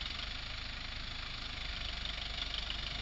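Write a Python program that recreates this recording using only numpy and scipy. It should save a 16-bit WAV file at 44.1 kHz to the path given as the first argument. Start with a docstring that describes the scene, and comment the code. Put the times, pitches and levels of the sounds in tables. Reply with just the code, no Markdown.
"""A diesel tractor pulling a spreader: harmonics make the exhaust thud, shaped noise the gas and knock.
At first the engine speeds up, and a few bright pings, decaying sines, sound among the knocks.
Then it runs faster and the bright knock fades; as the engine slows, the knock hardens again into many pings.
Throughout, filtered noise makes light ticks between firings, a steady whirr, a flickering hiss and a low rumble."""
import sys
import numpy as np
from scipy.fft import rfft, irfft, next_fast_len
from scipy.io import wavfile
from scipy.ndimage import map_coordinates

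SR = 44100
rng = np.random.default_rng(int(sys.argv[2]) if len(sys.argv) > 2 else 0)


def file_out(sig):
    """Save sig as 16-bit WAV at sys.argv[1]."""
    # one column per channel
    cols = np.atleast_2d(sig).T
    # limit, then scale
    lim = np.clip(cols, -1, 1)
    pcm = np.round(lim * 32767).astype(np.int16)
    wavfile.write(sys.argv[1], SR, pcm)


N = 132741  # samples


def amp(db):
    """Decibel law: level in dB to amplitude ratio."""
    return 10 ** (np.asarray(db) / 20)


def unit(x):
    """Normalisation to a root-mean-square of 1."""
    return x / np.sqrt(np.mean(x ** 2) + 1e-20)


def curves(rows):
    """Linear interpolation in time: one value per sample for each column after the time."""
    seconds, *columns = np.transpose(rows)
    return [np.interp(np.arange(N) / SR, seconds, column) for column in columns]


def wobble(rate):
    """Slow random fluctuation: a smooth curve through `rate` random knots a second."""
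    knots = rng.standard_normal(int(N * rate / SR) + 4)
    return map_coordinates(knots, [np.arange(N) * rate / SR])


def filtered(x, response):
    """Linear filtering: the spectrum of x times a response of frequency in Hz."""
    size = next_fast_len(N + SR // 2)  # zero padding keeps the filter's tail from wrapping round
    return irfft(rfft(x, size) * response(np.fft.rfftfreq(size, 1 / SR)), size)[:N]


def coloured(x, points):
    """Spectral shaping: x through a curve of (Hz, dB) on a logarithmic frequency axis."""
    f, db = np.transpose(points)
    return filtered(x, lambda hz: amp(np.interp(np.log(hz + 1), np.log(f + 1), db)))


def noise(points):
    """Coloured noise of rms 1: a random signal with a shaped spectrum."""
    return unit(coloured(rng.standard_normal(N), points))


JITTER_S = 0.00013  # random spread of each burst's start


def bursts(times, attack_s, hold_s, release_s, scatter_db):
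    """Transient envelope of rms 1: unequal rises, holds and exponential decays, added as powers."""
    t = np.arange(N) / SR
    power = np.zeros(N)
    for start, (size, shift) in zip(times, rng.standard_normal((len(times), 2))):
        near = slice(*np.searchsorted(t, [start - .01, start + .1]))
        age = t[near] - start - JITTER_S * shift
        rise = np.clip(age / attack_s, 0, 1)
        decay = np.exp(-np.maximum(age - attack_s - hold_s, 0) / release_s)
        power[near] += (amp(scatter_db * size) * rise * decay) ** 2
    return unit(np.sqrt(power))


# Engine speed. Each row: time in seconds, rate in firings per second.
ENGINE_SPEED = [(0.0, 21.38), (0.15, 23.35), (0.38, 26.55), (0.7, 26.03), (1.05, 26.35), (1.4, 26.18),
                (1.65, 25.34), (1.95, 24.43), (2.5, 24.5), (3.01, 24.88)]
START_TURN = .785  # in firing periods


def engine_cycle():
    """Phase accumulation: the firing rate summed over time; a firing falls at every whole turn."""
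    rate, = curves(ENGINE_SPEED)
    turns = START_TURN + np.cumsum(rate) / SR  # one turn is one firing period
    firings = np.interp(np.arange(1, int(turns[-1]) + 1), turns, np.arange(N) / SR)
    return rate, turns, firings


# Exhaust pipe resonances, which set the level of a multiple of the firing rate as it passes.
# Each row: frequency in Hz, rms level in dB before EXHAUST_DB and the waver.
PIPE_RESONANCES = [(21, -54.5), (26, -48.5), (45, -48), (47, -59), (48.7, -47.5), (50.5, -45),
                   (52.4, -51.5), (70, -52.5), (74, -55), (79, -61.5), (90, -68.5), (98, -66.5), (105, -56),
                   (122, -66), (131, -70), (152, -68), (172, -71.5), (185, -75), (198, -68), (210, -80.5),
                   (232, -63.5), (247, -76.5), (263, -66), (285, -83), (320, -81.5)]
EXHAUST_DB, EXHAUST_WAVER_DB = -0.2, 0.5
EXHAUST_LAG_TURNS = .15
PIPE_SMEAR_TURNS = 0.0447  # dispersion: the pipe delays higher multiples more


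def exhaust(turns, rate, count=12):
    """Harmonic excitation of a resonant pipe: multiples of the firing rate swell at its resonances."""
    angle = 2 * np.pi * (turns - EXHAUST_LAG_TURNS)
    hz, db = np.transpose(PIPE_RESONANCES)
    thud = np.zeros(N)
    for k in range(1, count + 1):
        level_db = np.interp(k * rate, hz, db) + EXHAUST_WAVER_DB * wobble(5.6)
        smear = 2 * np.pi * PIPE_SMEAR_TURNS * k * k
        thud += amp(level_db) * np.sin(k * angle - smear)
    return -np.sqrt(2) * amp(EXHAUST_DB) * thud  # root 2 turns rms into peak


SCATTER_DB = 1  # spread of burst strength, for puffs and knock
# Spectrum of the gas that follows each firing out of the pipe.
# Each row: frequency in Hz, relative level in dB.
PUFF_SPECTRUM = [(60, -22), (130, -7.5), (170, 1), (230, -2.5), (290, -6), (400, -19), (900, -45)]
PUFF_DB = -63
PUFF_ATTACK_S, PUFF_HOLD_S, PUFF_RELEASE_S = 0.0042, .016, 0.0083


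def puffs(firings):
    """Flow noise in pulses: a short, low rush of gas with every thud."""
    envelope = bursts(firings, PUFF_ATTACK_S, PUFF_HOLD_S, PUFF_RELEASE_S, SCATTER_DB)
    return amp(PUFF_DB) * noise(PUFF_SPECTRUM) * envelope


# Combustion knock over time. Each row: time in seconds, level in dB of the clatter before
# KNOCK_DB, gain in dB of the metal's ring.
KNOCK_LEVELS = [(0, -51, 1.5), (.2, -50, 1.5), (.45, -51.5, -4), (1.0, -53, -2.5), (1.4, -51.5, 0),
                (1.8, -51, 0.5), (2.5, -52.5, 1), (3.01, -51.5, 0.5)]
# Spectrum of the clatter. Each row: frequency in Hz, relative level in dB.
KNOCK_SPECTRUM = [(290, -23.5), (500, -16.5), (695, -14), (980, -12.5), (1210, 2.5), (1380, 0.5),
                  (1530, -3), (1800, 0.5), (2400, 6), (2650, 0), (3000, 1), (3390, -4), (4210, 3),
                  (4650, -0.5), (5200, -8), (5980, -23.5), (7010, -30), (7500, -34.5), (9750, -66),
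                  (16500, -120)]
# Edges of the bands in which the panels rattle, in Hz.
PANEL_EDGES = [0, 1700, 2700, 3900, 20000]
# Resonances of the engine's metal. Each row: frequency in Hz, width in Hz, level in dB before the ring gain.
METAL_MODES = [(225, 12, -70.5), (264.3, 7.7, -71), (628.8, 8.2, -69), (707.7, 27, -63.5), (845, 72, -72),
               (1137, 53, -66), (1192, 6.4, -69.5), (1427, 40, -61), (1620, 82, -67), (2050, 14, -66),
               (2230, 55, -61), (2333, 41, -62), (3425, 25, -57.5), (3504, 62, -55), (3713, 97, -73.5),
               (4060, 110, -63.5), (4660, 62, -74), (5180, 40, -68)]
KNOCK_DB, GRAIN_DB = 2.5, 0.33
KNOCK_LEAD_S, ATTACK_S, HOLD_S, RELEASE_S = 0.002, 0.0045, 0.0072, 0.0093
SHAKE = 0.28  # constant excitation of the metal, beside strokes of rms 1


def knock(firings):
    """Impact excitation: firings rattle panels in separate bands and ring the metal's resonances."""
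    level_db, ring_db = curves(KNOCK_LEVELS)
    grain = amp(GRAIN_DB * wobble(600))
    rattle = noise(KNOCK_SPECTRUM)

    def stroke():
        """Independent amplitude modulation: one envelope of unequal strokes."""
        return unit(grain * bursts(firings - KNOCK_LEAD_S, ATTACK_S, HOLD_S, RELEASE_S, SCATTER_DB))

    clatter = np.zeros(N)
    for low, high in zip(PANEL_EDGES, PANEL_EDGES[1:]):
        panel = filtered(rattle, lambda hz: (hz >= low) & (hz < high))
        clatter += stroke() * panel

    drive = (stroke() + SHAKE) * rng.standard_normal(N)
    ring = np.zeros(N)
    for hz, width, db in METAL_MODES:
        mode = filtered(drive, lambda f: 1j * f * width / (hz * hz - f * f + 1j * f * width))
        ring += amp(db) * unit(mode)
    return amp(level_db + KNOCK_DB) * clatter + amp(ring_db) * ring


# Hard knock under load. Each row: time in seconds, level in dB.
HARD_LEVELS = [(0, -47), (.25, -52), (.45, -60), (1.2, -65), (1.8, -50), (2.1, -51), (2.45, -46),
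               (2.8, -47), (3.01, -48.5)]
# Spectrum of the hard knock. Each row: frequency in Hz, relative level in dB.
HARD_SPECTRUM = [(250, -42), (420, -19), (560, -18.5), (700, -7.5), (800, -20), (950, -13.5), (1300, -28),
                 (2600, -25), (2900, 2), (3250, -9), (3400, -4.5), (3550, -5.5), (3700, 3.5), (3850, -15.5),
                 (4100, -11), (4450, -8), (4700, -13), (4950, -9), (5200, -25), (5800, -14), (6500, -26.5)]
HARD_LEAD_S, HARD_ATTACK_S, HARD_HOLD_S, HARD_RELEASE_S = 0.0055, 0.0087, 0.0026, 0.022
HARD_SCATTER_DB = 1


def hard_knock(firings):
    """Modulated noise: a bright burst with a longer decay begins just ahead of the clatter."""
    level_db, = curves(HARD_LEVELS)
    envelope = bursts(firings - HARD_LEAD_S, HARD_ATTACK_S, HARD_HOLD_S, HARD_RELEASE_S, HARD_SCATTER_DB)
    return amp(level_db) * noise(HARD_SPECTRUM) * envelope


# Bright metallic pings among the knocks.
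# Each row: start in seconds, level in dB before partial and envelope, pitch in Hz.
PING_STRIKES = [(.009, -33, 3030), (.057, -34, 3750), (.187, -38.5, 2910), (.2254, -33, 3240),
                (1.763, -34, 3110), (1.8854, -31.5, 2923), (2.0515, -29.5, 3580), (2.0902, -30.5, 3190),
                (2.1745, -35.5, 3520), (2.215, -32, 3300), (2.2524, -35.5, 3260), (2.375, -32.5, 3670),
                (2.4158, -27, 3410), (2.5017, -40, 3640), (2.5399, -26.5, 3160), (2.5797, -28, 3093),
                (2.7024, -27, 2905), (2.7416, -33, 3220), (2.827, -38, 3470), (2.865, -29.5, 2926)]
# Partials of a ping. Each row: frequency as a ratio to the pitch, relative level in dB.
PING_PARTIALS = [(1.003, 5), (1.13, -20.5), (1.66, -13)]
# Spectrum of the broad knock that follows each ping. Each row: frequency in Hz, relative level in dB.
JOLT_SPECTRUM = [(600, -13.5), (1300, -3), (2400, -4.5), (3500, 3), (4400, -5), (5400, -9.5), (7000, -19.5),
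                 (9000, -81.5)]
PING_T60_S, PING_ATTACK_S = 0.02, 0.0007  # T60 is the time to fall by 60 dB
PING_ROUGH = 0.6  # random phase drift, in tenths of a radian per sample step
JOLT_DB, JOLT_RISE_S, JOLT_T60_S = -9, 0.0065, 0.077  # level relative to the ping's


def pings():
    """Modal decay: short inharmonic pings, each spreading into a broad jolt of the whole engine."""
    tones, jolts = np.zeros(N + SR), np.zeros(N + SR)
    t = np.arange(SR // 10) / SR
    ping_envelope = amp(-60 * t / PING_T60_S) * (1 - np.exp(-t / PING_ATTACK_S))
    jolt_envelope = amp(-60 * t / JOLT_T60_S) * (1 - np.exp(-t / JOLT_RISE_S))
    for start, db, hz in PING_STRIKES:
        first = round(start * SR)
        span = slice(first, first + len(t))
        jolts[span] += amp(db + JOLT_DB) * jolt_envelope
        for ratio, mode_db in PING_PARTIALS:
            drift = PING_ROUGH * np.cumsum(rng.standard_normal(len(t))) / 10
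            tone = np.sin(2 * np.pi * hz * ratio * t + drift)
            tones[span] += amp(db + mode_db) * ping_envelope * tone
    return tones[:N] + jolts[:N] * noise(JOLT_SPECTRUM)


# Spectrum of the lighter ticks, probably the valves. Each row: frequency in Hz, relative level in dB.
VALVE_SPECTRUM = [(800, -24.5), (1400, -6.5), (2250, -5), (2800, -8), (3500, -6), (4500, -3), (5200, -11),
                  (6500, -30.5), (9000, -80)]
VALVE_DB, VALVE_SCATTER_DB = -60.5, 4
VALVE_DELAY_S, VALVE_ATTACK_S, VALVE_HOLD_S, VALVE_RELEASE_S = 0.02734, .0015, .001, .003


def valves(firings):
    """Impact noise: a short, uneven tick falls between each firing and the next."""
    ticks = bursts(firings + VALVE_DELAY_S, VALVE_ATTACK_S, VALVE_HOLD_S, VALVE_RELEASE_S, VALVE_SCATTER_DB)
    return amp(VALVE_DB) * noise(VALVE_SPECTRUM) * ticks


# Spectra of the machinery's whirr, hiss and rumble. 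Each row: frequency in Hz, relative level in dB.
WHIRR_SPECTRUM = [(180, -42.5), (300, -18.5), (514, -16), (701, -7.5), (960, -13.5), (1380, -9),
                  (1530, -9.5), (1800, -8.5), (3130, -7.5), (3530, -4), (4500, -9.5), (5200, -20),
                  (6050, -14.5), (6920, -14.5), (7500, -49), (9750, -52.5), (16500, -120)]
HISS_SPECTRUM = [(2000, -23), (3300, -9), (4100, -5), (4600, 2.5), (5000, -15.5), (6000, -22)]
RUMBLE_SPECTRUM = [(15, 1.5), (36, -1.5), (60, 2.5), (88, -2), (125, -3.5), (160, -4), (200, -14.5),
                   (245, -11.5), (300, -14.5), (350, -14.5), (450, -18), (900, -33.5)]
# Rumble over time. Each row: time in seconds, level in dB.
RUMBLE_LEVELS = [(0, -54), (.7, -55.5), (1.2, -54.5), (1.7, -50), (2.2, -54), (3.01, -50)]
WHIRR_DB, HISS_DB, HISS_FLICKER_DB = -49, -59, 2.6


def running_gear():
    """Broadband noise: whirr and flickering hiss of gears, fan and spreader over a low rumble."""
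    rumble_db, = curves(RUMBLE_LEVELS)
    whirr = amp(WHIRR_DB) * noise(WHIRR_SPECTRUM)
    hiss = amp(HISS_DB + HISS_FLICKER_DB * wobble(30)) * noise(HISS_SPECTRUM)
    rumble = amp(rumble_db) * noise(RUMBLE_SPECTRUM)
    return whirr + hiss + rumble


def scene():
    """Superposition: the firing-timed sounds add to the pings and the running gear."""
    rate, turns, firings = engine_cycle()
    gas = exhaust(turns, rate) + puffs(firings)
    strokes = knock(firings) + hard_knock(firings) + pings() + valves(firings)
    return (gas + strokes + running_gear())[None]


# Treble response of the whole sound. Each row: frequency in Hz, gain in dB.
TREBLE_RESPONSE = [(20, 0), (4500, 0), (5650, 0.5), (6150, -21), (6600, -7.5), (7100, -1.5), (7500, -12.5)]
TOP_HZ = 7957


def record(dry):
    """Band limiting: a dull sound with a notch in the treble and nothing above TOP_HZ."""
    shaped = coloured(dry[0], TREBLE_RESPONSE)
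    return filtered(shaped, lambda hz: hz < TOP_HZ)[None]


dry = scene()
out = record(dry)
file_out(out)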